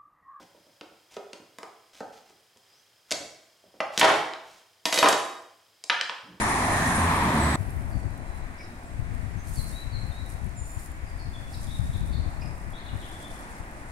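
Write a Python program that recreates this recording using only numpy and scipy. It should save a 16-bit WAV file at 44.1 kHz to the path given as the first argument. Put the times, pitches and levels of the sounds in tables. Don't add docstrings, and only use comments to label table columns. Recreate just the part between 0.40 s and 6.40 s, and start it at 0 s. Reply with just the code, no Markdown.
import sys
import numpy as np
from scipy import signal
from scipy.fft import rfft, irfft
from scipy.io import wavfile
from scipy.ndimage import uniform_filter1d, minimum_filter1d

SR = 44100
rng = np.random.default_rng(int(sys.argv[2]) if len(sys.argv) > 2 else 0)


def unload_wav(signal):
    wavfile.write(
        sys.argv[1],
        SR,
        np.round(np.clip(np.atleast_2d(signal).T, -1, 1) * 32767).astype(np.int16),
    )


N = 264600
TIME = np.arange(N) / SR

# (per Hz, relative)
FLOOR_COLOUR = [(30, -36), (70, -25), (100, -7), (150, -16.5), (250, -18.5), (450, -12), (1000, -13.5),
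                (2000, -14.5), (4000, -15), (7000, -19), (16000, -26)]
FLOOR_DB, WHINE_DB = -65, -72
# frequency_hz, t60_s
KITCHEN_T60 = [(100, 0.68), (300, 0.6463), (800, 0.68), (2000, 0.66), (5000, 0.6267), (9000, 0.62),
               (15000, 0.53)]
# frequency_hz, level_db
KITCHEN_WET = [(60, -5.5), (250, -2.5), (700, 2.5), (1500, 0.5), (3000, -3), (7000, -2.5), (14000, -4)]
# frequency_hz, side_minus_mid_db
KITCHEN_SIDE = [(100, -17.5), (300, -16), (700, -10), (1400, -6), (3000, -8), (6000, -7), (10000, -11.5),
                (14000, -28.5)]
# frequency_hz, left_minus_right_db
MIC_BALANCE = [(60, 0), (300, -1.5), (700, -1.4), (1500, -0.4), (4000, 0), (14000, -0.1)]
CUTOFF_HZ = 16000

# start_s, end_s, level_db
SLIDES = [(0.00, 0.04, -57.5), (0.70, 0.78, -55), (1.53, 1.62, -55), (1.72, 1.80, -57), (1.85, 1.93, -64.5),
          (2.20, 2.45, -70), (2.68, 2.72, -60.5), (3.52, 3.60, -49), (4.03, 4.23, -58.5)]
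# start_s, end_s, level_db
PARTING = [(5.83, 5.97, -55)]
# (per Hz, relative)
SLIDE_COLOUR = [(200, -1.5), (800, 2), (3000, 2.5), (6000, 0.5), (10000, -8.5), (16000, -19.5)]
# (per Hz, relative)
SHIFT_COLOUR = [(40, -26.5), (90, -1.5), (170, 0.5), (400, -5), (900, -23), (3000, -42.5), (12000, -84.5)]
# time_s, pitch_hz, level_db
SQUEAK = [(2.25, 4850, -100), (2.282, 4890, -69), (2.341, 5020, -62), (2.37, 5850, -69), (2.41, 6200, -67),
          (2.44, 6350, -100)]

# start_s, level_db, contact_resonance_hz
THUMPS = [(0.002, -51, 650), (0.147, -56, 560), (0.267, -59.5, 262), (0.52, -58.5, 199), (0.999, -51, 374),
          (1.902, -59, 444), (2.160, -61.5, 150), (2.724, -43.5, 130), (2.805, -43.5, 439),
          (3.238, -56.5, 390), (3.341, -54, 450), (3.577, -31.5, 185.5), (3.618, -30.5, 240)]
ROLL_S, ROLL_DB = 0.067, -13.5
THUMP_TILT = -7
# start_s, level_db, loss_per_bounce_db
SLAMS = [(3.6129, -12.5, 1.1), (4.6276, -13.5, 3)]
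BOUNCE_COUNT, BOUNCE_S = 4, 0.0148
SLAM_HZ, BOUNCE_SOFTENING = 930, 0.7
SLAM_TILT = 0.52
# (per Hz, relative)
WOOD_COLOUR = [(40, -29), (90, -29.5), (170, -15), (300, -3), (550, -0.5), (1000, -1.5), (1600, -6),
               (3100, -11.5), (5500, -19), (8000, -33.5), (10200, -27.5), (12500, -53), (16000, -66)]
# frequency_hz, level_db (relative)
THUD_RESONANCES = [(299, -31), (382.2, -36.5), (486, -31.5), (592.2, -37), (662.1, -43.5), (855.9, -39),
                   (975, -30.5), (1211, -32.5), (1270, -26.5), (1308, -44)]

# start_s, click_db, click_centre_hz, ring_db
BLADE_HITS = [(3.6124, -12, 2400, -38.5), (4.4545, -24, 3700, -28.5), (4.5256, -25, 3300, -26.5),
              (4.542, -29, 4600, -27.5), (4.5593, -36.5, 3600, -29.5), (4.5757, -24.5, 3200, -33),
              (4.5873, -22.5, 3700, -25.5), (4.6275, -21, 2000, -27.5), (4.6862, -24, 5600, -26.5),
              (4.727, -27, 3840, -44.5)]
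CLICK_OCTAVES, CLICK_MS = 1.27, 4.7
TAP_DB, TAP_HZ, TAP_TILT = -3, 327, -0.3
# frequency_hz, level_db (relative)
BLADE_MODES = [(1836, -47), (2030, -48), (2815, -44), (3025, -42), (3381, -46.5), (3784, -37), (4619, -44),
               (5335, -51.5), (5862, -61.5), (6368, -47.5), (6810, -49.5), (7375, -45.5), (7677, -54.5),
               (7930, -50), (8952, -57), (10110, -46), (10815, -59), (10939, -57.5), (11375, -49.5),
               (12974, -61.5)]
BLADE_T60_S = 0.4
RATTLE_DB = -4

# start_s, snap_db (last jump), snap_low_hz, snap_high_hz, run_ms (short runs snap once), thud_db,
# contact_resonance_hz
CRACKS = [(0.411, -44.5, 600, 4800, 2.5, -44, 377), (0.7668, -49, 2200, 5900, 0, -34.5, 338),
          (0.932, -43, 2300, 6000, 2, -45.5, 380), (1.1855, -45.5, 900, 9000, 3, -45, 910),
          (1.231, -46, 750, 5960, 0, -41, 900), (1.6052, -54, 1900, 7500, 2, -34, 590),
          (2.1722, -61, 1700, 8000, 0, -68, 170), (2.7085, -25, 1950, 7000, 13.5, -31.5, 410),
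          (3.4036, -28, 1300, 2630, 0, -25, 814), (3.577, -18.5, 1090, 6800, 0, -35, 250),
          (3.5882, -26, 1800, 8500, 7.5, -31.5, 300), (3.936, -39.5, 1500, 4180, 0, -57, 795),
          (5.439, -39, 2800, 7200, -1, -53.5, 700), (5.4984, -17, 1070, 3550, 3.5, -28.5, 990),
          (5.6116, -24, 1300, 4650, 0, -38.5, 1000), (5.696, -30, 950, 3300, 0, -39.5, 1000)]
CRACK_MS = 1.8
JUMP_MS, JUMP_GROWTH_DB = 6.5, 3.5
JOLT_TILT = -2.57
TILT_PER_SNAP_DB = 0.2242
TEAR_S, TEAR_DB, TEAR_MS, TEAR_LOW_HZ, TEAR_HIGH_HZ = 3.595, -25.5, 10, 1800, 10100


def from_db(db):
    return 10 ** (np.asarray(db) / 20)


def rms_one(x):
    return x / np.sqrt(np.mean(x ** 2) + 1e-20)


def unit_blow(x):
    return x * np.sqrt(SR / 100 / (np.sum(x ** 2) + 1e-20))


def at_hz(points, hz):
    table_hz, values = np.array(points).T
    return np.interp(np.log(np.maximum(hz, 1)), np.log(table_hz), values)


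def coloured(x, spectrum):
    size = x.shape[-1]
    hz = np.arange(size // 2 + 1) * SR / size
    return irfft(rfft(x) * from_db(at_hz(spectrum, hz)), size)


def band(x, low_hz, high_hz):
    high_hz = min(max(high_hz, low_hz * 1.02), 0.45 * SR)
    return signal.sosfilt(signal.butter(2, [low_hz, high_hz], "band", fs=SR, output="sos"), x)


def add(track, s, sound):
    start = max(round(s * SR), 0)
    track[start:start + len(sound)] += sound[:N - start]


def background(side_db=-9, pulsing_db=-74.5):
    mid, side = rms_one(coloured(rng.standard_normal((2, N)), FLOOR_COLOUR))
    hiss = from_db(FLOOR_DB) * (mid + from_db(side_db) * side * [[1], [-1]])
    whine = from_db(WHINE_DB) * rms_one(band(rng.standard_normal(N), 4850, 5250))
    pulses = np.maximum(np.cos(2 * np.pi * 30 * TIME), 0) ** 3
    narrow = band(rng.standard_normal(N), 3160, 3260)
    whistle = np.cos(np.angle(signal.hilbert(narrow)))
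    return hiss + whine + from_db(pulsing_db) * rms_one(pulses * whistle)


def kitchen(x, first_echo_s=0.00087, build_s=0.0012):
    t, hz = TIME[:SR], np.arange(SR // 2 + 1)
    white, response = rfft(rng.standard_normal((2, SR))), 0
    edges = np.geomspace(40, 18000, 19)
    onset = 1 - np.exp(-np.maximum(t - first_echo_s, 0) / build_s)
    for low, high in zip(edges, edges[1:]):
        centre = np.sqrt(low * high)
        decay = from_db(-60 * t / at_hz(KITCHEN_T60, centre))
        tails = irfft(white * ((hz >= low) & (hz < high)), SR) * onset * decay
        energy = np.sum(tails ** 2, axis=1, keepdims=True)
        mid, side = tails * np.sqrt(2 * (high - low) / SR / energy)
        side = from_db(at_hz(KITCHEN_SIDE, centre)) * side
        response = response + from_db(at_hz(KITCHEN_WET, centre)) * (mid + side * [[1], [-1]])
    return signal.fftconvolve(x[None], response, axes=1)[:, :N]


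def strokes(rows):
    level = np.zeros(N)
    for start, end, db in rows:
        arch = 4 * (TIME - start) * (end - TIME) / (end - start) ** 2
        level += from_db(db) * np.sqrt(np.clip(arch, 0, 1))
    return level


def friction(grain_db=4):
    unevenness = rms_one(uniform_filter1d(rng.standard_normal(N), size=60))
    grains = rng.standard_normal(N) * from_db(grain_db * unevenness)
    slide = strokes(SLIDES) * rms_one(coloured(grains, SLIDE_COLOUR))
    rolls = [(s, s + ROLL_S, db + ROLL_DB) for s, db, _ in THUMPS]
    rumble = rms_one(coloured(rng.standard_normal(N), SHIFT_COLOUR))
    return slide + (strokes(rolls) + strokes(PARTING)) * rumble


def squeak(waver=0.0065):
    s, hz, db = np.transpose(SQUEAK)
    wander = rms_one(uniform_filter1d(rng.standard_normal(N), size=100))
    pitch = np.interp(TIME, s, hz) * (1 + waver * wander)
    tone = np.sin(2 * np.pi * np.cumsum(pitch) / SR)
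    return from_db(np.interp(TIME, s, db)) * tone * (TIME > s[0]) * (TIME < s[-1])


def jumps(s, run_ms):
    count = 1 + max(round(run_ms / JUMP_MS), 0)
    return s + np.linspace(0, max(run_ms, 0) / 1000, count)


def knocks():
    jolts = [(jumps(s, run_ms).mean(), db, JOLT_TILT + TILT_PER_SNAP_DB * (snap_db + 40), hz)
             for s, snap_db, _, _, run_ms, db, hz in CRACKS]
    thumps = [(s, db, THUMP_TILT, hz) for s, db, hz in THUMPS]
    bounces = [(s + k * BOUNCE_S, db - k * loss_db, SLAM_TILT, SLAM_HZ * BOUNCE_SOFTENING ** k)
               for s, db, loss_db in SLAMS for k in range(BOUNCE_COUNT)]
    taps = [(s, db + TAP_DB, TAP_TILT, TAP_HZ) for s, db, _, _ in BLADE_HITS]
    return jolts + thumps + bounces + taps


def ringing(modes, t60, spread_db, detune):
    hz, level_db = np.transpose(modes)
    t = TIME[:SR // 2]
    hz = hz * (1 + detune * rng.standard_normal(len(hz)))
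    strength = from_db(level_db + spread_db * rng.standard_normal(len(hz)))
    strength = strength * rng.choice([-1, 1], len(hz))
    return unit_blow(strength @ np.sin(2 * np.pi * hz[:, None] * t) * from_db(-60 * t / t60))


def board(wood_t60=0.04, ring_t60=0.093, ring_db=-12, attack_s=0.001, lowest_hz=95,
          contact_db=5, contact_octaves=0.72):
    out, t, hz = np.zeros(N), TIME[:SR // 2], np.geomspace(20, 20000, 100)
    envelope = from_db(-60 * t / wood_t60) * (1 - np.exp(-t / attack_s))
    for s, db, brightness, contact_hz in knocks():
        octaves = np.log2(hz / contact_hz)
        push_db = brightness * octaves + contact_db * np.exp(-(octaves / contact_octaves) ** 2)
        wood = np.column_stack([hz, at_hz(WOOD_COLOUR, hz) + push_db])
        resonances = [(f, level + np.interp(f, hz, push_db)) for f, level in THUD_RESONANCES]
        thud = coloured(rng.standard_normal(len(t)), wood) * envelope
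        ring = from_db(ring_db) * ringing(resonances, ring_t60, spread_db=0, detune=0.018)
        add(out, s, from_db(db) * unit_blow(unit_blow(thud) + ring))
    return signal.sosfilt(signal.butter(2, lowest_hz, "high", fs=SR, output="sos"), out)


def snap(low_hz, high_hz, length_ms, lead=0.52, rolloff=1.68):
    t = TIME[:SR // 16]
    burst = rng.choice([-1, 1], len(t)) * np.exp(-t * 1000 / length_ms)
    burst /= np.sqrt(np.sum(burst ** 2))
    burst[0] += lead
    soft = signal.butter(2, min(rolloff * high_hz, 0.45 * SR), fs=SR, output="sos")
    return unit_blow(signal.sosfilt(soft, band(burst, low_hz, high_hz)))


def blade(rattle_ms=12, rattle_low_hz=2000, rattle_high_hz=10500):
    out, half_width = np.zeros(N), 2 ** (CLICK_OCTAVES / 2)
    for s, db, click_hz, ring_db in BLADE_HITS:
        click = snap(click_hz / half_width, click_hz * half_width, CLICK_MS, lead=0.15)
        ring = ringing(BLADE_MODES, BLADE_T60_S, spread_db=2, detune=0.0014)
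        rattle = snap(rattle_low_hz, rattle_high_hz, rattle_ms, lead=0)
        add(out, s, from_db(db) * click)
        add(out, s, from_db(ring_db) * ring)
        add(out, s, from_db(ring_db + RATTLE_DB) * rattle)
    return out


def rind():
    out = np.zeros(N)
    for s, db, low_hz, high_hz, run_ms, _, _ in CRACKS:
        for k, at in enumerate(jumps(s, run_ms)[::-1]):
            add(out, at, from_db(db - JUMP_GROWTH_DB * k) * snap(low_hz, high_hz, CRACK_MS))
    add(out, TEAR_S, from_db(TEAR_DB) * snap(TEAR_LOW_HZ, TEAR_HIGH_HZ, TEAR_MS, lead=0))
    return out


def scene(rind_wet_db=-1, board_wet_db=1, blade_wet_db=-1):
    cracks, thuds, steel, rubs = rind(), board(), blade(), friction() + squeak()
    to_room = from_db(rind_wet_db) * cracks + from_db(board_wet_db) * thuds
    to_room = to_room + from_db(blade_wet_db) * steel + rubs
    return cracks + thuds + steel + rubs + kitchen(to_room) + background()


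def record(dry, ceiling_db=-5.5, release_db_per_s=170):
    left = coloured(dry[0], [(hz, db / 2) for hz, db in MIC_BALANCE])
    right = coloured(dry[1], [(hz, -db / 2) for hz, db in MIC_BALANCE])
    x = np.array([left, right])
    over_db = np.maximum(20 * np.log10(np.abs(x).max(axis=0) + 1e-9) - ceiling_db, 0)
    release_db = release_db_per_s * TIME
    held_db = np.maximum.accumulate(over_db + release_db) - release_db
    gain = uniform_filter1d(minimum_filter1d(from_db(-held_db), size=45), size=45)
    top_cut = signal.ellip(10, 0.1, 80, CUTOFF_HZ, fs=SR, output="sos")
    return signal.sosfilt(top_cut, x * gain)


dry = scene()
out = record(dry)
unload_wav(out)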